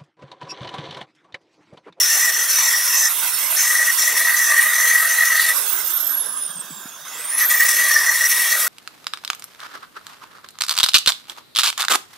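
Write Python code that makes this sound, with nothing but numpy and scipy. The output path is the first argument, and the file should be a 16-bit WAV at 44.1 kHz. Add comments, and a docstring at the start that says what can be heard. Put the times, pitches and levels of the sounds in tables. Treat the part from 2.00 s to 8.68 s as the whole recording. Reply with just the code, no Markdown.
"""Hand drill grinding a blade

A hand drill spins an abrasive disc against a steel blade, close to a pair of microphones. Each stroke makes
the blade ring in its bending modes (noise through resonances) over a gritty hiss (shaped noise). The trigger
is let go once: the motor's whine (a blurred tone), roar and air noise fall and climb again with its speed.
A few soft low thumps sound in the lull, over a faint low rumble."""
import sys
import numpy as np
from scipy import signal
from scipy.fft import rfft, irfft, next_fast_len
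from scipy.io import wavfile
from scipy.ndimage import uniform_filter1d, map_coordinates

SR = 44100
rng = np.random.default_rng(int(sys.argv[2]) if len(sys.argv) > 2 else 0)


def wav_out(sig):
    """Save sig, one row per channel (or a flat mono array), as 16-bit PCM at SR to the path in sys.argv[1]."""
    wavfile.write(sys.argv[1], SR, np.round(np.clip(np.atleast_2d(sig).T, -1, 1) * 32767).astype(np.int16))


N = 294576
TIME = np.arange(N) / SR  # seconds

# Strokes of the disc along the blade. Each row: start in seconds, length in seconds, final blade ring in dB,
# its rise over the stroke in dB, first edge ring in dB, its fade in dB, first grit hiss in dB.
# A negative rise or fade goes the other way.
STROKES = [(-.01, 0.31, -18.5, 13.5, -18.5, 1, -20), (0.314, 0.18, -30.5, -10.5, -21, 9, -29),
           (0.485, 0.31, -22.5, 12, -18.5, 4, -22), (0.803, 0.041, -36.5, -14, -22.5, 0, -28),
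           (0.853, 0.22, -21.5, 8.5, -20.5, -2, -26.5), (1.558, 0.34, -16.5, 9.5, -19.5, 6, -20),
           (1.973, 0.2, -24.5, 0, -18.5, 7.5, -21), (2.156, 0.063, -15.5, 9.5, -22.5, 4, -18.5),
           (2.24, 0.11, -17.5, -2.5, -20.5, 30, -26.5), (2.355, 0.14, -18.5, 1, -20, -3, -25.5),
           (2.493, 0.23, -17.5, -2.5, -26.5, 12, -24), (2.725, 0.14, -17.5, 2.5, -22.5, 3, -24),
           (2.867, .2, -17, -1.5, -25, 18, -21), (3.077, 0.16, -16.5, 7, -23.5, 3, -24),
           (3.247, .15, -16, 4.5, -21.5, 5, -21.5), (3.393, 0.12, -16.5, 10.5, -26.5, 5, -19.5),
           (5.3, 0.075, -31.5, 2, -40, -10, -35), (5.374, 0.065, -14, 6, -27, 0, -17.5),
           (5.486, 0.082, -18, -0.5, -37, 14, -16.5), (5.584, 0.088, -20.5, -5.5, -36.5, -15, -17.5),
           (5.679, 0.22, -19.5, 1.5, -21, 12, -16.5), (5.894, 0.23, -16, 3.5, -22.5, -0.5, -24.5),
           (6.13, .13, -17.5, 10.5, -26.5, -3.5, -21), (6.29, 0.2, -23, -4.5, -24.5, 8, -16.5),
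           (6.498, 0.076, -26, -5, -24, 18, -17), (6.589, 0.15, -22, 5, -34, 3, -20)]
# Main bending modes of the blade. Each row: centre in Hz, width in Hz, relative level in dB before sharpening.
BLADE_MODES = [(1576, 53, -8.5), (1829, 97, 0), (1938.4, 71.5, 4)]
# Lower bending modes of the blade. Each row: centre in Hz, width in Hz, relative level in dB before sharpening.
LOW_BLADE_MODES = [(657, 26, -13.5), (945, 12, -17), (1224, 55, -7.5)]
# The main ring shifts as the disc travels along the blade, in three runs.
# Each row: time in seconds, ring in Hz (its ratio to 1900 Hz sets the tuning, up to 4 % either way).
RING_PITCH = [
    [(0.0, 1910), (0.066, 1780), (0.228, 1908), (0.532, 1850), (0.572, 1800), (0.628, 1910), (1.1, 1840)],
    [(1.57, 1810), (1.646, 1907), (2.356, 1913), (2.458, 1850), (2.618, 1922), (3.53, 1902)],
    [(5.37, 1875), (5.832, 1900), (5.966, 1842), (6.084, 1908), (6.68, 1906)],
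]
# The lower ring shifts in its own way.
# Each row: time in seconds, ring in Hz (its ratio to 1215 Hz sets the tuning, up to 4 % either way).
LOW_RING_PITCH = [(0, 1185), (1.9, 1203), (2.3, 1245), (2.5, 1163), (2.75, 1213), (3.0, 1258), (3.5, 1265),
                  (5.4, 1226), (6.05, 1160), (6.68, 1220)]
# Ringing modes of the blade's edge. Each row: centre in Hz, width in Hz, relative level in dB.
EDGE_MODES = [(4310, 29, -9), (5160, 90, 1.5), (5530, 67, 5.5), (5730, 57, 9.5), (5905, 62, 5.5),
              (6000, 85, 6.5), (6200, 127, 6), (7470, 400, 0.5), (9350, 110, -6), (13000, 310, 0.5)]
# The edge's lower modes come and go against its upper ones as the disc travels.
# Each row: time in seconds, change of the lower modes in dB.
EDGE_BALANCE = [(0, 2), (.45, 3), (.8, 2), (1.1, 3), (1.6, 1.5), (1.8, -3), (2.15, 1), (2.4, -2), (2.8, -4),
                (3.2, -7), (3.5, -14), (5.4, -3), (5.7, 3), (6.0, 2.5), (6.3, 1.5), (6.68, 7)]
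# Colour of the grit hiss. Each row: frequency in Hz, relative dB per Hz.
GRIT_COLOUR = [(1350, -38), (2300, 3), (2470, -5), (2700, -7), (3080, -7.5), (3400, -4), (4150, -5),
               (4320, -1), (4680, -6.5), (5000, -3), (5200, -2), (6080, -3), (7560, -0.5), (9240, -1.5),
               (12200, 2), (15700, -5.5)]
# Colour of the roar of gears and housing. Each row: frequency in Hz, relative dB per Hz.
HOUSING_COLOUR = [(24, -76), (40, -70), (166, -20.5), (231, -26), (367, -15), (420, -14), (629, -7),
                  (780, -7.5), (1000, 0), (1600, 2), (1850, -10), (2400, -16.5), (2560, -11.5), (3050, -7),
                  (3300, -1), (3750, -2.5), (4150, -22), (4600, -10.5), (5250, -3.5), (5750, -10.5),
                  (6500, -4.5), (7700, -18), (9000, -15), (15700, -15)]
# Colour of the cooling air. Each row: frequency in Hz, relative dB per Hz.
AIR_COLOUR = [(1470, -36), (1980, 2.5), (2200, -8), (2600, -4), (3050, -9.5), (3500, -11), (3900, -8),
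              (4350, -5.5), (4650, -13), (4820, -2), (5030, -25), (5400, -1), (5620, -12), (5900, -5),
              (6780, -5.5), (7200, -6.5), (9310, 1), (10100, -0.5), (12600, 1), (15700, -6)]
# How the housing lets the rotor's low tone out. Each row: frequency in Hz, coasting level in dB.
UNBALANCE_LEVEL = [(155, -69), (210, -65), (285, -54), (385, -50), (425, -47.5), (445, -64.5), (475, -73)]
# How the housing lets the whine out. Each row: frequency in Hz, coasting level in dB.
WHINE_LEVEL = [(6000, -48), (6900, -43), (7700, -39.5), (7950, -51), (8300, -48), (8420, -27), (8950, -38),
               (9470, -22.5), (9950, -27), (10700, -28), (11600, -18.5), (12300, -24), (13300, -21),
               (14400, -28), (15100, -23), (16000, -29), (17400, -51)]
# The trigger is squeezed again. Each row: time in seconds, whine pitch in Hz.
SPIN_UP = [(5.05, 5900), (5.15, 7280), (5.2, 8130), (5.3, 9280), (5.36, 10600), (5.45, 12200), (5.5, 13500),
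           (5.55, 14250), (5.62, 15300), (5.7, 15980), (6.0, 16360), (6.68, 17330)]
# Where the drill is held. Each row: time in seconds, left-minus-right level in dB with no firm contact.
DRILL_SIDE = [(0, 3), (0.7, -2.5), (1.1, -6), (3.5, -10), (4.05, -9.5), (4.4, -6.5), (5.0, -5), (5.4, -1.5),
              (6.68, 0)]
# Soft low thumps. Each row: time in seconds, peak in dB, pitch in Hz, time from peak to 1/e in seconds.
THUMPS = [(4.5, -42, 168, .008), (4.568, -41, 176, 0.014), (4.592, -40, 188, 0.0043),
          (4.646, -43, 188, 0.0051), (4.708, -33, 254, 0.0035), (4.725, -38.5, 161, 0.015),
          (4.78, -45, 210, 0.016), (4.858, -31, 233, 0.0028)]
# Colour of the low rumble. Each row: frequency in Hz, relative dB per Hz.
RUMBLE_COLOUR = [(18, -69), (30, -39), (75, -35), (110, -10), (177, -7), (400, -11.5), (520, -47),
                 (880, -120)]
# Narrow dips in the drill and grinding sound. 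Each row: centre in Hz, half width in Hz, depth from 0 to 1.
DIPS = [(2420, 30, 0.54), (3063, 29, 0.86), (4250, 35, 0.5), (4720, 39, 0.44), (4910, 40, 0.74)]
# How alike left and right are. Each row: frequency in Hz, likeness from 0 to 1.
ALIKE = [(30, .95), (100, 1), (300, 1), (1500, 1), (4800, 1), (5700, 0.86), (7500, 0.27), (10000, 0.58),
         (12000, 0.3), (15000, 0.1)]

TOUCH_S, LIFT_S, GRIT_LIFT_S = 0.015, 0.02, 0.055  # time to touch down; to lift off (rings, grit)
GRIT_FADE_DB = 4.5  # over a stroke
EDGE_HOLDS = 2.3  # power of the stroke's progress: the edge ring holds before it changes
EDGE_SPLIT = 4  # how many edge modes count as lower
# one extra scrape near the end of the second run of strokes
BITE_S, BITE_LENGTH_S, BITE_DB, BITE_HZ, BITE_WIDTH_HZ = 3.36, 0.11, -30, 4100, 660

WHINE_ORDER, COMMUTATOR_ORDER = 38.5, 24  # cycles for each turn of the rotor
COMMUTATOR_DB = -63
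GEARING = 11  # rotor turns for each turn of the disc
# rotor speed, counted as its whine's pitch: steady, then coasting against air drag and bearing friction
RUNNING_HZ, RELEASE_S, COAST_S, FRICTION_HZ = 17400, 3.51, 2.12, 4800
POWERED_DB, UNBALANCE_POWERED_DB = 4, -3.5  # change under power: whine, low rotor tone
# noise level at running speed before the loss to the side, and the drop from there to standstill
ROAR_DB, ROAR_DROP_DB = -30.5, 14.5
AIR_DB, AIR_DROP_DB = -20.5, 36
AIR_BODY_HZ, AIR_BODY_DROP_DB = 2670, 47  # top of the air's lower band; its further drop in coasting
# noise regained at standstill while the motor pulls up to speed: air, gears, the air's lower band
STRAIN_DB, ROAR_STRAIN_DB, BODY_STRAIN_DB = 7.5, 8, 16.5
ASIDE_LOSS = 0.075  # dB of drill noise lost for each dB that it is held to the side
CENTRED = 0.87  # share by which a firm contact draws the drill's noise to the middle
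FIRM_DB = -24.5  # grit level of a firm contact
RUMBLE_DB, RUMBLE_HELD_DB = -59.5, 12.5  # level; damping while the disc presses on the blade
TOP_HZ = 15760  # band limit


def grinding(ring, edge, grit):
    """Grit scrapes the steel, harder once each turn of the untrue disc; the blade's modes ring with it."""
    disc_turns = rotor_turns() / GEARING
    runout_db = 1.53 * np.sin(2 * np.pi * disc_turns + 1.17 * wobble(3.5)) + 0.91 * wobble(25)
    scrape = patchy(patchy_db=3.0) * amp(runout_db + 1.1 * wobble(300))
    push = rng.standard_normal((2, N)) * ring * amp(0.98 * runout_db + 1.63 * wobble(45))
    blade_sound = unit(blade_ring(push)) * np.sqrt(np.mean(ring ** 2))
    edge_sound = edge_ring(scrape) * edge
    grit_sound = unit(filtered(scrape, colour(GRIT_COLOUR))) * grit
    return ports(blade_sound + edge_sound + grit_sound + bite(scrape), pan_db=0)


def strokes():
    """Gains of blade ring, edge ring and grit: each contact touches down, changes along the way and lifts."""
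    gains = np.zeros((3, N))
    lift = np.array([[LIFT_S], [LIFT_S], [GRIT_LIFT_S]])
    for start, length, ring_db, swell_db, edge_db, fade_db, grit_db in STROKES:
        first = max(0, int(start * SR))
        last = min(N, int((start + length + GRIT_LIFT_S + LIFT_S) * SR))
        t = np.arange(first, last) / SR - start
        done = np.clip(t / length, 0, 1)
        on = np.clip(np.minimum(t / TOUCH_S, 1 + (length - t) / lift), 0, 1)
        ring_now = ring_db - swell_db * (1 - done)
        edge_now = edge_db - fade_db * done ** EDGE_HOLDS
        grit_now = grit_db - GRIT_FADE_DB * done
        gains[:, first:last] += on * amp([ring_now, edge_now, grit_now])
    return gains


def blade_ring(push):
    """The blade's two groups of modes, each cross-faded between a low, a middle and a high tuning."""
    step = 0.04  # from one tuning to the next, as a share of the pitch
    main_shift = curves(np.vstack(RING_PITCH))[0] / 1900
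    low_shift = curves(LOW_RING_PITCH)[0] / 1215
    ring = 0
    for table, shift in ((BLADE_MODES, main_shift), (LOW_BLADE_MODES, low_shift)):
        position = np.clip((shift - 1) / step, -1, 1)
        for place in (-1, 0, 1):
            share = np.clip(1 - np.abs(position - place), 0, 1)

            def tuned(hz):
                response = modes(table)(hz / (1 + place * step))
                return response * np.abs(response) ** 0.41  # sharpen the peaks

            ring = ring + filtered(push * share, tuned)
    return ring


def edge_ring(scrape):
    """The edge's modes, each coming and going on its own, in two groups of shifting balance."""
    def each_mode(hz):
        return np.array([[(-1) ** k * modes([row])(hz)] for k, row in enumerate(EDGE_MODES)])

    rings = filtered(scrape, each_mode)
    levels_db = np.array([3.15 * wobble(9) for row in EDGE_MODES])
    levels_db[:EDGE_SPLIT] += curves(EDGE_BALANCE)[0]
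    return unit(np.sum(rings * amp(levels_db)[:, None], axis=0))


def bite(scrape):
    """A short extra scrape: one band of the scraping noise swells and fades."""
    done = np.clip((TIME - BITE_S) / BITE_LENGTH_S, 0, 1)
    band = unit(filtered(scrape, lambda hz: np.exp(-((hz - BITE_HZ) / BITE_WIDTH_HZ) ** 4)))
    return band * amp(BITE_DB) * np.sqrt(np.abs(np.sin(np.pi * done)))


def drill(grit):
    """Gear and housing roar, cooling air and the rotor's unbalance as a low tone; all follow its speed."""
    hz = speed()
    slowed = 1 - np.minimum(hz / RUNNING_HZ, 1)
    coasting = np.gradient(hz) < 0
    pan_db = curves(DRILL_SIDE)[0] * (1 - CENTRED * firmness(grit))

    roar_drop_db = (ROAR_DROP_DB - ROAR_STRAIN_DB * ~coasting) * slowed
    roar = unit(filtered(patchy(patchy_db=3.5), colour(HOUSING_COLOUR)))
    roar = roar * amp(ROAR_DB - roar_drop_db + 0.087 * wobble(27))
    noise = (roar + cooling_air(slowed, coasting)) * amp(-ASIDE_LOSS * np.abs(pan_db))

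    level_db = 2.5 * wobble(14) + UNBALANCE_POWERED_DB * ~coasting
    turning = np.sin(2 * np.pi * rotor_turns() + 0.5 * wobble(30))
    unbalance = colour(UNBALANCE_LEVEL)(hz / WHINE_ORDER) * amp(level_db) * turning
    return ports(noise, pan_db, spread=0.037) + unbalance * amp([[-1.5], [1.5]])


def cooling_air(slowed, coasting):
    """Air hiss in two bands; the lower one falls away faster as the rotor coasts down."""
    def two_bands(hz):
        low = 1 / (1 + (hz / AIR_BODY_HZ) ** 8)
        return colour(AIR_COLOUR)(hz) * np.array([[low], [1 - low]])

    body, hiss = filtered(patchy(patchy_db=4.0), two_bands)
    body_gain = amp(np.where(coasting, -AIR_BODY_DROP_DB, BODY_STRAIN_DB) * slowed)
    drop_db = (AIR_DROP_DB - STRAIN_DB * ~coasting) * slowed
    air = (body * body_gain + hiss) / np.std(body + hiss)
    return air * amp(AIR_DB - drop_db + 1.36 * wobble(55))


def whine():
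    """A high rotor order, blurred by uneven contacts and throbbing once each turn of the disc."""
    hz = speed()
    coasting = np.gradient(hz) < 0
    phase = 2 * np.pi * WHINE_ORDER * rotor_turns()

    def blur(rate):
        return np.array([wobble(rate) + 1j * wobble(rate) + 1.0 for port in "LR"])

    throb = amp(4.1 * np.cos(2 * np.pi * (rotor_turns() / GEARING + 0.25)))
    blurred = np.where(coasting, blur(190), blur(700)) * np.exp(1j * phase)
    tone = unit(throb * np.real(blurred))
    octave_on = coasting * (hz < SR / 5) * (hz > 6500)
    octave = amp(-51) * octave_on * np.real(blur(300) * np.exp(2j * phase))
    lower_phase = phase * COMMUTATOR_ORDER / WHINE_ORDER
    lower = amp(COMMUTATOR_DB) * coasting * np.real(blur(120) * np.exp(1j * lower_phase))

    level = colour(WHINE_LEVEL)(hz)
    # under power the pitch sweeps too fast to show the housing's dips
    smooth_level = amp(POWERED_DB) * uniform_filter1d(level, size=SR // 12)
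    level = np.where(coasting, level, smooth_level)
    pan = amp(np.array([[.5], [-.5]]) * 1.03 * curves(DRILL_SIDE)[0])
    return (level * tone + octave + lower) * pan


def speed():
    """Rotor speed as whine pitch in Hz: drag and friction slow it after release, then power lifts it."""
    since_release = np.maximum(TIME - RELEASE_S, 0)
    coasting = (RUNNING_HZ + FRICTION_HZ) * np.exp(-since_release / COAST_S) - FRICTION_HZ
    return np.where(TIME < SPIN_UP[0][0], coasting, curves(SPIN_UP)[0])


def rotor_turns():
    """Turns of the rotor so far: its speed added up over time."""
    return np.cumsum(speed()) / WHINE_ORDER / SR


def thumps():
    """Soft low pushes: short low tones that swell and die away smoothly."""
    out = np.zeros(N)
    for start, db, hz, length in THUMPS:
        t = TIME - start
        out += amp(db) * np.cos(2 * np.pi * hz * t) * np.exp(-(t / length) ** 2)
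    return out * amp([[-1.5], [1.5]])


def rumble(grit):
    """A faint low rumble of shaped noise, weaker while the disc is pressed on the blade."""
    level = amp(RUMBLE_DB - RUMBLE_HELD_DB * firmness(grit) + 1.9 * wobble(9))
    noise = unit(filtered(patchy(patchy_db=4.0), colour(RUMBLE_COLOUR)))
    return ports(noise * level, pan_db=-6.0, spread=0.05)


def firmness(grit):
    """How firmly the disc presses on the blade, from 0 to 1, judged by the grit gain."""
    return np.clip(grit / amp(FIRM_DB), 0, 1)


def dips(hz):
    """The gain left by the narrow dips."""
    return np.prod([1 - depth / (1 + ((hz - c) / w) ** 2) for c, w, depth in DIPS], axis=0)


def ports(pair, pan_db, spread=0):
    """Two noises to left and right: most alike in the bass, less in the treble and when off to one side."""
    f, alike = np.transpose(ALIKE)

    def mid_side(hz):
        likeness = np.clip(np.interp(np.log(hz + 1), np.log(f), alike), 0, 1)
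        turn = np.arccos(likeness) / 2
        return np.array([np.cos(turn), np.sin(turn)])

    mid, side = filtered(pair, mid_side)
    side = side + spread * np.abs(pan_db) * pair[1]
    return np.array([mid + side, mid - side]) * amp(np.array([[.5], [-.5]]) * pan_db)


def patchy(patchy_db):
    """Two noises whose strength varies in patches of time and frequency."""
    z = signal.stft(rng.standard_normal((2, N)), nperseg=512)[2]
    field = uniform_filter1d(rng.standard_normal(z.shape[1:]), 3, 0)  # smooth over frequency
    field = uniform_filter1d(field, 12, 1)  # smooth over time
    return signal.istft(z * amp(patchy_db * unit(field)), nperseg=512)[1][:, :N]


def modes(table):
    """The response of a set of resonances, with alternating signs."""
    def response(f):
        total = 0
        for k, (centre, width, db) in enumerate(table):
            damping = 1j * f * width
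            total = total + (-1) ** k * amp(db) * damping / (centre * centre - f * f + damping)
        return total
    return response


def colour(points):
    """The gain of (Hz, dB) points read on a log axis."""
    f, db = np.transpose(points)
    return lambda hz: amp(np.interp(np.log(hz + 1), np.log(f + 1), db))


def filtered(x, response):
    """x times a complex response of frequency."""
    m = next_fast_len(N + SR // 2)  # padded with silence
    return irfft(rfft(x, m) * response(np.fft.rfftfreq(m, 1 / SR)), m)[..., :N]


def wobble(rate):
    """A smooth random curve, rate knots a second."""
    knots = rng.standard_normal(int(N * rate / SR) + 4)
    return map_coordinates(knots, [np.arange(N) * rate / SR])


def curves(rows):
    """One value per sample for each column after the time."""
    s, *cols = np.transpose(rows)
    return [np.interp(TIME, s, c) for c in cols]


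def amp(db):
    """Decibels to a plain gain."""
    return 10 ** (np.asarray(db) / 20)


def unit(x):
    """x scaled to an average (rms) strength of 1."""
    return x / np.sqrt(np.mean(x ** 2) + 1e-20)


def scene():
    """Grinding and drill share the dips; whine, thumps and rumble are added on top."""
    contact = strokes()
    grit = contact[2]
    working = filtered(drill(grit) + grinding(*contact), dips)
    return working + whine() + thumps() + rumble(grit)


def record(dry):
    """The microphones round off the peaks, drop the deep bass and keep nothing above the band limit."""
    soft = dry / (1 + np.abs(dry / 0.97) ** 4) ** (1 / 4)
    return filtered(soft, lambda hz: (1j * hz / (70 + 1j * hz)) ** 3 * (hz < TOP_HZ))


dry = scene()
out = record(dry)
wav_out(out)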